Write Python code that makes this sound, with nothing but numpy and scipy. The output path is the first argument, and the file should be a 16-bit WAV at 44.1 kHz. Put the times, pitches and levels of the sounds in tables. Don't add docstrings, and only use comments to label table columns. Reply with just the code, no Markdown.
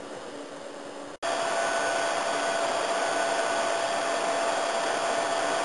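import sys
import numpy as np
from scipy import signal
from scipy.fft import rfft, irfft, next_fast_len
from scipy.io import wavfile
from scipy.ndimage import uniform_filter1d, map_coordinates

SR = 44100
rng = np.random.default_rng(int(sys.argv[2]) if len(sys.argv) > 2 else 0)


def dump_mix(stems):
    frames = np.atleast_2d(stems).T
    limited = np.clip(frames, -1, 1)
    pcm = np.round(limited * 32767).astype(np.int16)
    wavfile.write(sys.argv[1], SR, pcm)


def decibels_to_gain(level_db):
    exponent = np.asarray(level_db, float) / 20
    return 10 ** exponent


N = 248724
TIME = np.arange(N) / SR
BLADE_SHAFT_HZ = 96.42
POLE_HZ = 297.75
SILENCE_START_S, SILENCE_END_S = 1.186, 1.2252


def unit(x):
    return x / np.sqrt(np.mean(x ** 2) + 1e-20)


def wobble(rate):
    knots = rng.standard_normal(int(N * rate / SR) + 4)
    return map_coordinates(knots, [np.arange(N) * rate / SR])


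def along(points, hz):
    f, value = np.transpose(points)
    return np.interp(np.log(hz + 1), np.log(f + 1), value)


def filtered(x, response):
    m = next_fast_len(N + 8192)
    spectrum = rfft(x, m) * response(np.fft.rfftfreq(m, 1 / SR))
    return irfft(spectrum, m)[..., :N]


def airflow(colour, patchy_db):
    z = signal.stft(rng.standard_normal(N), nperseg=512)[2]
    patches = uniform_filter1d(rng.standard_normal(z.shape), 6, 0)
    patches = uniform_filter1d(patches, 14, 1)
    noise = signal.istft(z * decibels_to_gain(patchy_db * unit(patches)), nperseg=512)[1][:N]
    return unit(filtered(noise, lambda hz: decibels_to_gain(along(colour, hz))))


def tone(hz, db, sway_db, drift_s):
    phase = 2 * np.pi * (hz * (TIME + drift_s) + rng.random())
    return np.sqrt(2) * decibels_to_gain(db + sway_db * wobble(6.7)) * np.sin(phase)


# frequency [Hz], level per Hz [dB].
NEAR_AIR = [(60, -62), (107, -34.5), (250, -18.5), (610, -7), (740, -6.5), (1000, -10.5), (1300, -13.5),
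            (1500, -14), (2180, -22), (2480, -18), (2750, -21), (3360, -19), (3950, -25), (4600, -65)]


def near_airflow():
    steady_db, shortfall_db, settle_s = -29, 1, .35
    since = np.maximum(TIME - SHOTS[1][0], 0)
    level_db = steady_db - shortfall_db * np.exp(-since / settle_s) + 0.19 * wobble(9)
    return decibels_to_gain(level_db) * airflow(NEAR_AIR, patchy_db=0.06)


# multiple of the shaft rate, level [dB], unsteadiness [dB].
BLADE_ORDERS = [(7, -32, .6), (8, -47, 2), (12, -44, 2), (21, -54, 1.5)]


def blade_tones():
    shaft_s = 6e-5 * wobble(1.2)
    return sum(tone(k * BLADE_SHAFT_HZ, db, sway, shaft_s) for k, db, sway in BLADE_ORDERS)


# moment [s], multiple of the pole rate, depth [dB], half length [s].
QUIET_SPOTS = [
    (1.24, 5, 17, .25),
    (2.2, 5, 8.5, .12),
    (2.78, 5, 17.5, .14),
    (4.0, 5, 7, .2),
    (4.7, 5, 10, 1.1),
    (2.8, 6, 11.5, .45),
    (4.4, 6, 6.5, .15),
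    (1.6, 11, 16, .1),
    (3.28, 11, 4.5, .25),
    (4.35, 11, 12, .12),
]


def heard(order):
    spots = [(s, db, half) for s, k, db, half in QUIET_SPOTS if round(k) == order]
    return -sum(db * np.exp(-((TIME - s) / half) ** 2) for s, db, half in spots)


# multiple of the pole rate, level [dB], unsteadiness [dB].
POLE_ORDERS = [(6, -46, 1.2), (7, -59, 2), (8, -59, 2)]


def motor_tones():
    rotor_s = 6e-5 * wobble(2.5)
    poles = sum(tone(k * POLE_HZ, db + heard(k), sway, rotor_s) for k, db, sway in POLE_ORDERS)
    chop = 1 + .45 * np.sin(2 * np.pi * BLADE_SHAFT_HZ * TIME)
    whine = chop * tone(5 * POLE_HZ, -36 + heard(5), 0.65, rotor_s)
    whistle = tone(11 * POLE_HZ, -46.5 + heard(11), 1.2, rotor_s)
    return poles + whine + whistle


# frequency [Hz], level [dB], unsteadiness [dB].
NEAR_HUM = [(119.9, -63.5, 1), (1454, -52, 2), (2417, -58, 2), (2697, -61, 2), (2943, -57, 2),
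            (3374.6, -51.5, 1.5)]


def near_fans():
    hum = sum(tone(hz, db, sway, 5e-5 * wobble(5)) for hz, db, sway in NEAR_HUM)
    return near_airflow() + blade_tones() + motor_tones() + hum


# frequency [Hz], level per Hz [dB].
FAR_AIR = [(60, -55), (107, -27.5), (250, -13.5), (420, -9), (560, -3.5), (690, -11.5), (1150, -16),
           (1850, -19.5), (2150, -26.5), (2650, -26), (2900, -22.5), (3500, -24), (3900, -23), (4500, -62)]
# frequency [Hz], level [dB], unsteadiness [dB].
FAR_HUM = [(119.9, -69, 2), (360.4, -55.5, 2), (553.8, -58, 2.5), (862.8, -62, 2), (1151, -59, 2),
           (2882, -64, 1.5), (3003, -69, 2)]


def far_fans():
    hum = sum(tone(hz, db, sway, 0.00018 * wobble(8)) for hz, db, sway in FAR_HUM)
    flow_db = -39.5 + 0.5 * wobble(3.4)
    return hum + decibels_to_gain(flow_db) * airflow(FAR_AIR, patchy_db=0.16)


# frequency [Hz], level [dB], unsteadiness [dB].
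CASE_FANS = [(288.4, -49.5, 2.5), (282.3, -59, 2)]


def case_fans():
    return sum(tone(hz, db, sway, 1e-4 * wobble(8)) for hz, db, sway in CASE_FANS)


# moment [s], frequency [Hz], level [dB], length [s].
SQUEAKS = [
    (.62, 3500, -58, .06),
    (.6, 1590, -55, .05),
    (1.27, 1200, -36, .03),
]


def housing():
    total = 0
    for s, hz, db, length in SQUEAKS:
        swell = np.exp(-((TIME - s) / (length / 2)) ** 2)
        total = total + decibels_to_gain(db) * swell * np.sin(2 * np.pi * hz * TIME)
    return total


# start [s], end [s], fade-in [s], fade-out [s].
SHOTS = [
    (-.01, 1.1605, .001, .005),
    (1.2252, 5.7, .004, .001),
]


def scene():
    far_gate, near_gate = [np.clip((TIME - start) / rise, 0, 1) * np.clip((end - TIME) / fall, 0, 1)
                           for start, end, rise, fall in SHOTS]
    offset = -.0022
    both = offset + housing() + case_fans()
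    mono = far_gate * (far_fans() + both) + near_gate * (near_fans() + both)
    return np.array([mono, mono])


# frequency [Hz], step against frame level [dB].
FAR_STEP = [(10, 0), (35, 10), (400, 8), (1000, 3), (2000, -2.5), (4000, -8.5), (8000, -12.5), (11000, -15)]
# frequency [Hz], step against frame level [dB].
NEAR_STEP = [(10, -3), (100, -2), (300, 3), (650, 6), (1000, 5), (2000, -1), (4000, -8), (8000, -11),
             (11000, -13)]


def blinking_bins(x):
    hop, grid, kept_bins = 1024, 48, 504
    n, k = np.arange(2 * hop), np.arange(kept_bins) + .5
    window = np.sin(np.pi * (n + .5) / (2 * hop))
    basis = window[:, None] * np.cos(np.pi / hop * np.outer(n + .5 + hop / 2, k))
    lead = 2 * hop - grid
    padded = np.pad(x, (lead, 3 * hop), "reflect")
    index = hop * np.arange(len(padded) // hop - 1)[:, None] + n
    bins = padded[index] @ basis * np.sqrt(2 / hop)

    far = index[:, -1:] - lead < SILENCE_END_S * SR
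    hz = k * SR / (2 * hop)
    level = np.sqrt(np.sum(bins ** 2, 1, keepdims=True) / hop) + 1e-9
    level = level * decibels_to_gain(1.5 * rng.standard_normal(level.shape))
    step = level * decibels_to_gain(np.where(far, along(FAR_STEP, hz), along(NEAR_STEP, hz)))
    counts = np.floor(np.abs(bins / step) ** (3 / 4) + .4)
    kept = np.sign(bins) * counts ** (4 / 3) * step
    nearby = uniform_filter1d(np.abs(kept), size=7)
    kept = kept + decibels_to_gain(-28) * nearby * rng.standard_normal(kept.shape)

    frames = kept @ basis.T * np.sqrt(2 / hop)
    return np.bincount(index.ravel(), frames.ravel())[lead:][:N]


def band_limit(x):
    return signal.sosfilt(signal.butter(12, 11240, fs=SR, output="sos"), x)


def record(dry):
    sample_hz = 8001.45
    guarded = filtered(dry[0], lambda hz: 1 / np.sqrt(1 + (hz / 3900) ** 24))
    ticks = np.floor(np.arange(N) * sample_hz / SR) * SR / sample_hz
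    held = map_coordinates(guarded, [ticks])
    mono = blinking_bins(held)
    mono = mono * ((TIME < SILENCE_START_S) | (TIME > SILENCE_END_S))
    mono = filtered(mono, lambda hz: np.clip((11050 - hz) / 200, 0, 1) ** 2)
    return band_limit(np.array([mono, mono]))


dry = scene()
out = record(dry)
dump_mix(out)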